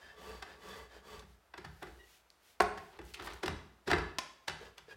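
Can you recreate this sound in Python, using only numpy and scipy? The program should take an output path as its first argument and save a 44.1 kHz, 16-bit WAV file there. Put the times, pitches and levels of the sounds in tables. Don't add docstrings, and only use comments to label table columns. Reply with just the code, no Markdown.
import sys
import numpy as np
from scipy import signal
from scipy.fft import rfft, irfft
from scipy.io import wavfile
from scipy.ndimage import uniform_filter1d

SR = 44100
rng = np.random.default_rng(int(sys.argv[2]) if len(sys.argv) > 2 else 0)


def inscribe(sig):
    pcm = np.round(np.clip(np.atleast_2d(sig).T, -1, 1) * 32767)
    wavfile.write(sys.argv[1], SR, pcm.astype(np.int16))


N = 218824
TIME = np.arange(N) / SR
BLOW_TIME = np.arange(SR // 4) / SR
LEAD_S = 0.02


def from_db(db):
    return 10 ** (np.asarray(db) / 20)

def unit_rms(x):
    return x / np.sqrt(np.mean(x ** 2) + 1e-20)

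def unit_blow(x):
    return x / np.sqrt(np.sum(x ** 2) / (0.015 * SR))

def at_hz(points, hz):
    points_hz, values = np.transpose(points)
    return np.interp(np.log(hz + 1e-9), np.log(points_hz), values)

def add(out, time_s, sound):
    i = max(int(time_s * SR), 0)
    out[i:i + len(sound)] += sound[:N - i]

def butter(x, hz, kind, order=2):
    return signal.sosfilt(signal.butter(order, hz, kind, fs=SR, output="sos"), x)

def colour(x, spectrum, size=4096):
    gain = from_db(at_hz(spectrum, np.fft.rfftfreq(size, 1 / SR)))
    cepstrum = irfft(np.log(gain))
    cepstrum[1:size // 2] *= 2
    cepstrum[size // 2 + 1:] = 0
    response = irfft(np.exp(rfft(cepstrum)))[:size // 2]
    return signal.fftconvolve(x, response)[:len(x)]

def ring(force, modes, vary_db=0):
    out = 0
    for k, (hz, db, t60_s) in enumerate(modes):
        radius, angle = np.exp(-np.log(1000) / (t60_s * SR)), 2 * np.pi * hz / SR
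        poles = [1, -2 * radius * np.cos(angle), radius * radius]
        gain = (-1) ** k * from_db(db + vary_db * rng.standard_normal())
        out = out + gain * signal.lfilter([1, 0, -1], poles, force + 1e-18)
    return out

def grains(per_s, spread_db, size=N):
    clicks = (rng.random(size) < per_s / SR) * rng.choice([-1, 1], size)
    return clicks * from_db(spread_db * np.minimum(rng.exponential(1, size), 4))

def contact(fade_s, rise_s=0.0001):
    t = BLOW_TIME - LEAD_S
    pressure = np.exp(np.minimum(t / rise_s, -t / fade_s))
    return grains(per_s=9000, spread_db=2.5, size=len(t)) * pressure

def arches(rows, edge_db=8.5, flatness=2.67):
    gain = np.zeros(N)
    for start_s, length_s, db in rows:
        off_centre = np.abs(2 * (TIME - start_s) / length_s - 1)
        near = off_centre < 3
        gain[near] += from_db(db - edge_db * off_centre[near] ** flatness)
    return gain

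def wander(spread_db=2.5, step_s=0.06):
    knots = from_db(spread_db * rng.standard_normal(1000))
    return np.interp(TIME / step_s, np.arange(len(knots)), knots)


# (frequency [Hz], gain [dB])
RASP_SPECTRUM = [(100, -18.5), (180, -9.5), (270, -4), (420, 1.5), (600, 1.5), (1000, -1.5), (2000, -9),
                 (4500, -12), (7000, -17.5), (11000, -25)]
def scrape(force, modes, rasp_db):
    wood = sum(wander() * (-1) ** k * ring(force, [mode]) for k, mode in enumerate(modes))
    rasp = colour(np.roll(force, SR // 2), RASP_SPECTRUM)
    return unit_rms(unit_rms(wood) + from_db(rasp_db) * unit_rms(rasp))

# (start [s], length [s], level [dB])
PULLS = [(.18, .225, -50), (.61, 0.24, -49.5), (1.048, 0.17, -51)]
# (frequency [Hz], gain [dB], t60 [s])
PULL_MODES = [(185, -9, 0.13), (395, -0.5, 0.048), (435.6, -0.5, 0.1), (910, -7, 0.056), (1154, -2, 0.079),
              (1694, 0, 0.02), (1990, -5, 0.022), (2655, -6, 0.023), (3000, -9.5, 0.037),
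              (3430, -1.5, 0.015), (4020, -17, 0.034), (4590, -6.5, 0.03), (5570, -19, .02),
              (6640, -17.5, 0.028), (7900, -13, 0.013)]
def pulls(crackle_db=-17):
    crackle = unit_rms(butter(grains(per_s=770, spread_db=1.8), 5000, "high"))
    cut = scrape(grains(per_s=4500, spread_db=2.2), PULL_MODES, rasp_db=-3)
    return arches(PULLS) * (cut + from_db(crackle_db) * crackle)

# (start [s], length [s], level [dB])
SLIDES = [(-.03, 0.17, -57.5), (.445, 0.12, -56), (.905, 0.098, -55), (4.6, 0.099, -54),
          (4.885, 0.061, -55)]
# (frequency [Hz], gain [dB], t60 [s])
SLIDE_MODES = [(415, -7, 0.22), (960, -11.5, 0.1), (1440, -3.5, 0.066), (1702, 9.5, 0.039), (2745, 3, 0.01),
               (3135, -4.5, 0.1), (3710, 0.5, 0.018), (4820, 1, 0.019)]
def slides():
    return arches(SLIDES) * scrape(grains(per_s=5000, spread_db=2.7), SLIDE_MODES, rasp_db=-0.5)

# (start [s], length [s], level [dB])
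TEARS = [(2.925, .055, -59), (3.185, 0.19, -48.5)]
# (frequency [Hz], gain [dB])
TEAR_SPECTRUM = [(150, -4), (400, 19.5), (550, 6), (900, 14.5), (2000, 6.5), (4500, 2), (7000, -14),
                 (12000, -30)]
def tears(bright_db=-17):
    bright = unit_rms(butter(grains(per_s=240, spread_db=3.5), 5000, "high"))
    coarse = unit_rms(colour(grains(per_s=2200, spread_db=3.8), TEAR_SPECTRUM))
    return arches(TEARS) * (coarse + from_db(bright_db) * bright)

# (start [s], length [s], level [dB])
BRUSHES = [(1.26, 0.1, -72.5), (1.64, 0.48, -69.5), (2.06, .145, -66.5), (2.425, 0.13, -65.5),
           (2.76, 0.2, -68.5), (3.035, 0.11, -62), (3.235, 0.043, -56), (3.32, 0.099, -70)]
# (frequency [Hz], gain [dB])
BRUSH_SPECTRUM = [(300, -16), (1000, -8), (2500, 3), (5000, 0), (8500, -4.5), (12000, -4.5)]
def brushes():
    return arches(BRUSHES) * unit_rms(colour(grains(per_s=9000, spread_db=2.5), BRUSH_SPECTRUM))

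# (time [s], body [dB], thud [dB], bend [dB], crack [dB], contact [s])
KNOCKS = [(0.4258, -45, -68, -76, -50.5, 0.0052), (1.225, -59.5, -59, -67, -77, 0.0086),
          (1.5402, -48.5, -77, -61, -88, 0.0027), (1.580, -52.5, -56.5, -51.5, -53.5, 0.0049),
          (1.649, -47.5, -51, -65, -56, 0.0067), (1.827, -45.5, -56, -46.5, -59.5, 0.0098),
          (1.870, -54.5, -64, -51, -66, 0.017), (2.778, -49.5, -62.5, -60.5, -54, 0.0072),
          (2.9908, -50.5, -55, -49.5, -63, 0.0032), (3.016, -60.5, -65, -53, -70, .003),
          (3.199, -46.5, -54.5, -49.5, -60, 0.0032), (3.273, -44, -61, -69, -51, 0.0051),
          (3.434, -39, -53, -37, -44, 0.0059), (3.461, -57, -45, -51, -42.5, 0.0042),
          (3.4806, -37, -37.5, -47.5, -41.5, 0.0023), (3.878, -40.5, -39, -35, -44, 0.0088),
          (3.904, -33, -56, -45, -45, .0085), (3.915, -29.5, -42.5, -42.5, -39.5, 0.0028),
          (3.924, -40.5, -34.5, -41, -60, 0.004), (3.9328, -27.5, -45.5, -34.5, -62, 0.0028),
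          (3.985, -45, -57, -48.5, -48.5, 0.0034), (4.482, -38, -61, -74, -38.5, 0.0045),
          (4.4974, -42.5, -54, -57, -52, 0.0017), (4.782, -56.5, -73, -71, -57, 0.0074)]
# (frequency [Hz], gain [dB], t60 [s])
BLANK_MODES = [(178, -14, .08), (385, -2, .05), (425, -4, .05), (760, -3, .03), (964, -3, .04),
               (1160, -2, .03), (1450, -3, .02), (1710, -1, .025), (2020, -4, .025), (2615, -4, .025),
               (2990, -7, .02), (3460, -5, .02), (3970, -8, .02), (4590, -5, .02), (5600, -13, .015),
               (7890, -15, .01)]
BENDING_MODES = [(318, -2, 0.042), (364.5, 1, 0.05), (418, 0.5, 0.024)]
FRAME_MODES = [(81.7, -7.5, 0.33), (124, -13.5, 0.38), (155, -7.5, 0.4), (175.4, -2.5, 0.067),
               (192.6, 0, 0.099), (257, -4.5, 0.015)]
# (frequency [Hz], gain [dB])
WOOD_SPECTRUM = [(100, -27), (250, -5), (380, -16), (520, -4), (750, 7), (1000, 0), (1700, 5), (2600, -8.5),
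                 (5000, -21.5), (8500, -43), (12000, -40)]
CRACK_SPECTRUM = [(300, -1.5), (1500, 5), (3000, 4), (5000, 3.5), (7000, -5.5), (9000, -8), (12000, -14.5)]
def knocks(ring_db=-3, rise_share=0.47):
    out = np.zeros(N)
    for time_s, body_db, thud_db, bend_db, crack_db, contact_s in KNOCKS:
        rise_s = rise_share * contact_s
        wood = colour(contact(contact_s, rise_s), WOOD_SPECTRUM)
        ringing = ring(contact(contact_s, rise_s), BLANK_MODES, vary_db=1.5)
        body = unit_blow(wood) + from_db(ring_db) * unit_blow(ringing)
        thud = ring(contact(contact_s, rise_s), FRAME_MODES)
        bend = ring(contact(contact_s, rise_s), BENDING_MODES)
        crack = colour(contact(contact_s, rise_s), CRACK_SPECTRUM)
        for db, part in (body_db, body), (thud_db, thud), (bend_db, bend), (crack_db, crack):
            add(out, time_s - LEAD_S, from_db(db) * unit_blow(part))
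    return out

def hard_blows(rows, modes, contact_s, wood_db):
    out = np.zeros(N)
    tone = unit_blow(ring(1.0 * (BLOW_TIME == 0), modes))
    for time_s, db, crack_db in rows:
        wood = unit_blow(colour(contact(contact_s), WOOD_SPECTRUM))
        crack = unit_blow(colour(contact(contact_s), CRACK_SPECTRUM))
        add(out, time_s, from_db(db) * tone)
        add(out, time_s - LEAD_S, from_db(db + wood_db) * wood + from_db(crack_db) * crack)
    return out

# (time [s], level [dB], crack [dB])
CLACKS = [(2.6017, -29, -54), (2.6045, -23.5, -36.5), (2.6188, -34.5, -57)]
# (frequency [Hz], gain [dB], t60 [s])
JAW_MODES = [(184.3, -14, 0.39), (375.4, -4, 0.041), (426, -5.5, 0.07), (714, 0, 0.031), (779, 1, 0.035),
             (933, -0.5, 0.025), (1087, -2.5, 0.075), (1610, -8.5, 0.019), (1880, -17, 0.034),
             (2400, -5.5, 0.015), (2820, -20, 0.022), (4510, -12, 0.0091), (8600, -22, 0.024)]
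def jaw_clacks():
    return hard_blows(CLACKS, JAW_MODES, contact_s=0.005, wood_db=-3.5)

# (time [s], level [dB], crack [dB])
CLINKS = [(.4238, -64, -78), (4.185, -40, -36.5), (4.189, -46, -41)]
# (frequency [Hz], gain [dB], t60 [s])
BLADE_MODES = [(1050, 3, .06), (1728, -7, .03), (2611, -2, .02), (3505, -3, .01), (4258, -1, .01),
               (5200, -2, .008), (5852, -2, .01), (6433, 6, .008), (9400, -5, .006)]
def blade_clinks():
    return hard_blows(CLINKS, BLADE_MODES, contact_s=0.0029, wood_db=-13)

# (time [s], level [dB], centre [Hz], contact [s])
SNAPS = [(0.688, -64, 5500, .002), (1.194, -57.5, 3700, .0053), (1.829, -60.5, 8400, 0.0016),
         (2.303, -62.5, 4740, .0015), (2.621, -51, 8600, 0.0026), (3.051, -69.5, 8040, .002),
         (3.138, -53.5, 4470, 0.0055), (3.1422, -45.5, 2520, 0.0091), (3.225, -58, 2780, 0.0027),
         (3.245, -61, 9050, .0057), (3.263, -60, 9050, .002), (3.334, -60.5, 7000, .0045),
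         (4.781, -56.5, 3340, 0.001)]
def snaps(half_band_octaves=0.35):
    out, ratio = np.zeros(N), 2 ** half_band_octaves
    for time_s, db, hz, contact_s in SNAPS:
        tick = butter(contact(contact_s), [hz / ratio, hz * ratio], "band", order=1)
        add(out, time_s - LEAD_S, from_db(db) * unit_blow(tick))
    return out

# (start [s], length [s], level [dB])
GROANS = [(2.985, 0.043, -57), (3.94, 0.057, -44), (4.612, 0.022, -48), (4.65, 0.086, -65),
          (4.88, 0.017, -53.5), (4.92, .07, -59)]
# (frequency [Hz], gain [dB], t60 [s])
GROAN_MODES = [(407.7, -17, 0.41), (440, 22, 0.058), (770, -22, 0.011)]
def groans():
    return arches(GROANS) * unit_rms(ring(grains(per_s=370, spread_db=0.84), GROAN_MODES))

# (start [s], level [dB], pitch [Hz], length [s])
SQUEAKS = [(0.069, -60.5, 897, .07), (0.474, -58, 876, 0.073), (0.927, -73, 871, 0.063),
           (1.979, -60.5, 955, 0.056), (2.025, -62.5, 957, 0.033), (2.065, -68.5, 975, 0.022),
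           (2.125, -71.5, 960, 0.03), (4.895, -52.5, 821, 0.05)]
# (multiple, gain [dB])
SQUEAK_PARTIALS = [(1, -14.5), (2, 2), (3, -6), (4, -11), (6, -18)]
def squeaks(waver=0.015):
    out = np.zeros(N)
    for start_s, db, hz, length_s in SQUEAKS:
        size = int(length_s * SR)
        jitter = unit_rms(uniform_filter1d(rng.standard_normal(len(BLOW_TIME)), size=150))[:size]
        phase = 2 * np.pi * np.cumsum(hz * (1 + waver * jitter)) / SR
        tone = sum(from_db(gain_db) * np.sin(k * phase) for k, gain_db in SQUEAK_PARTIALS)
        add(out, start_s, from_db(db) * np.hanning(size) * tone)
    return out

def rocking(rest_db=-79, stroke_db=-9, knock_db=-28, jaw_db=-27, db_per_thud_db=0.57):
    lag_s, rise_s, fade_s = 0.038, 0.03, 0.08
    effort = np.interp(TIME - lag_s, TIME, arches(PULLS + SLIDES + TEARS))
    power = from_db(rest_db) ** 2 + (from_db(stroke_db) * effort) ** 2
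    sway = (1 - np.exp(-TIME / rise_s)) ** 2 * np.exp(-TIME / fade_s)
    jolts = [(time_s, knock_db + db_per_thud_db * thud_db) for time_s, _, thud_db, *_ in KNOCKS]
    jolts += [(time_s, jaw_db + db) for time_s, db, _ in CLACKS]
    for time_s, db in jolts:
        add(power, time_s, (from_db(db) * sway / sway.max()) ** 2)
    return np.sqrt(power)

# (frequency [Hz], gain [dB], t60 [s])
FLOOR_MODES = [(46.3, -16, 0.48), (58.3, 8, 0.38), (91, 2, 0.21), (111, -2.5, 0.17)]
def rumble(frame_db=-10):
    shake = butter(ring(rng.standard_normal(N), FLOOR_MODES), [38, 140], "band")
    boom = butter(ring(rng.standard_normal(N), FRAME_MODES), [150, 240], "band")
    return rocking() * (unit_rms(shake) + from_db(frame_db) * unit_rms(boom))

# (frequency [Hz], t60 [s])
ROOM_T60 = [(60, 0.27), (200, 0.58), (500, 0.56), (1200, 0.54), (2500, 0.58), (5000, 0.53), (9000, 0.48),
            (16000, .2)]
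# (frequency [Hz], gain [dB])
ROOM_SPECTRUM = [(60, -3), (200, 0.5), (500, 0.5), (1200, 1), (2500, 0), (5000, -3), (9000, -1),
                 (16000, -18.5)]
def workshop(x, build_s=0.0033):
    t = TIME[:SR]
    edges_hz = np.geomspace(35, 18000, 16)
    onset = 1 - np.exp(-(t / build_s) ** 2)
    white, tail = rng.standard_normal((2, SR)), 0
    for k, (low_hz, high_hz) in enumerate(zip(edges_hz, edges_hz[1:])):
        hz = np.sqrt(low_hz * high_hz)
        fade = np.exp(-np.log(1000) * t / at_hz(ROOM_T60, hz))
        echoes = unit_rms(butter(white[k % 2], [low_hz, high_hz], "band") * onset * fade)
        band_gain = from_db(at_hz(ROOM_SPECTRUM, hz)) * np.sqrt(2 * (high_hz - low_hz)) / SR
        tail = tail + band_gain * echoes
    return signal.fftconvolve(x, tail)[:N]

# (frequency [Hz], gain [dB])
AIR_SPECTRUM = [(40, -16.5), (100, -9.5), (190, -7), (400, -1), (900, 0), (1400, -2), (2500, -9),
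                (5000, -14.5), (9000, -18), (16000, -19)]
def background(air_db=-71, whine_hz=13663, whine_db=-92):
    air = unit_rms(colour(rng.standard_normal(N), AIR_SPECTRUM))
    return from_db(air_db) * air + from_db(whine_db) * np.sin(2 * np.pi * whine_hz * TIME)


def blows():
    wood, jaw, sharp = knocks(), jaw_clacks(), blade_clinks() + snaps()
    room_feed = from_db(-3) * wood + from_db(-5.5) * jaw + from_db(-4.5) * sharp
    return wood + jaw + sharp, room_feed

def scene(width_db=-25, hiss_db=-93, friction_room_db=-10):
    friction = pulls() + slides() + tears() + brushes() + groans() + squeaks()
    direct, ahead = blows()
    _, other_grain = blows()
    spill = from_db(friction_room_db) * friction
    room = (workshop(ahead + spill) + workshop(other_grain + spill)) / np.sqrt(2)
    mid = friction + direct + room + rumble() + background()
    apart = butter(other_grain + spill, 1000, "high")
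    side = from_db(width_db) * apart + from_db(hiss_db) * rng.standard_normal(N)
    return np.array([mid + side, mid - side])

def record(dry, soften_hz=15000, cutoff_hz=16100):
    softened = butter(dry, soften_hz, "low", order=1)
    return signal.sosfilt(signal.ellip(10, 0.1, 70, cutoff_hz, fs=SR, output="sos"), softened)


dry = scene()
out = record(dry)
inscribe(out)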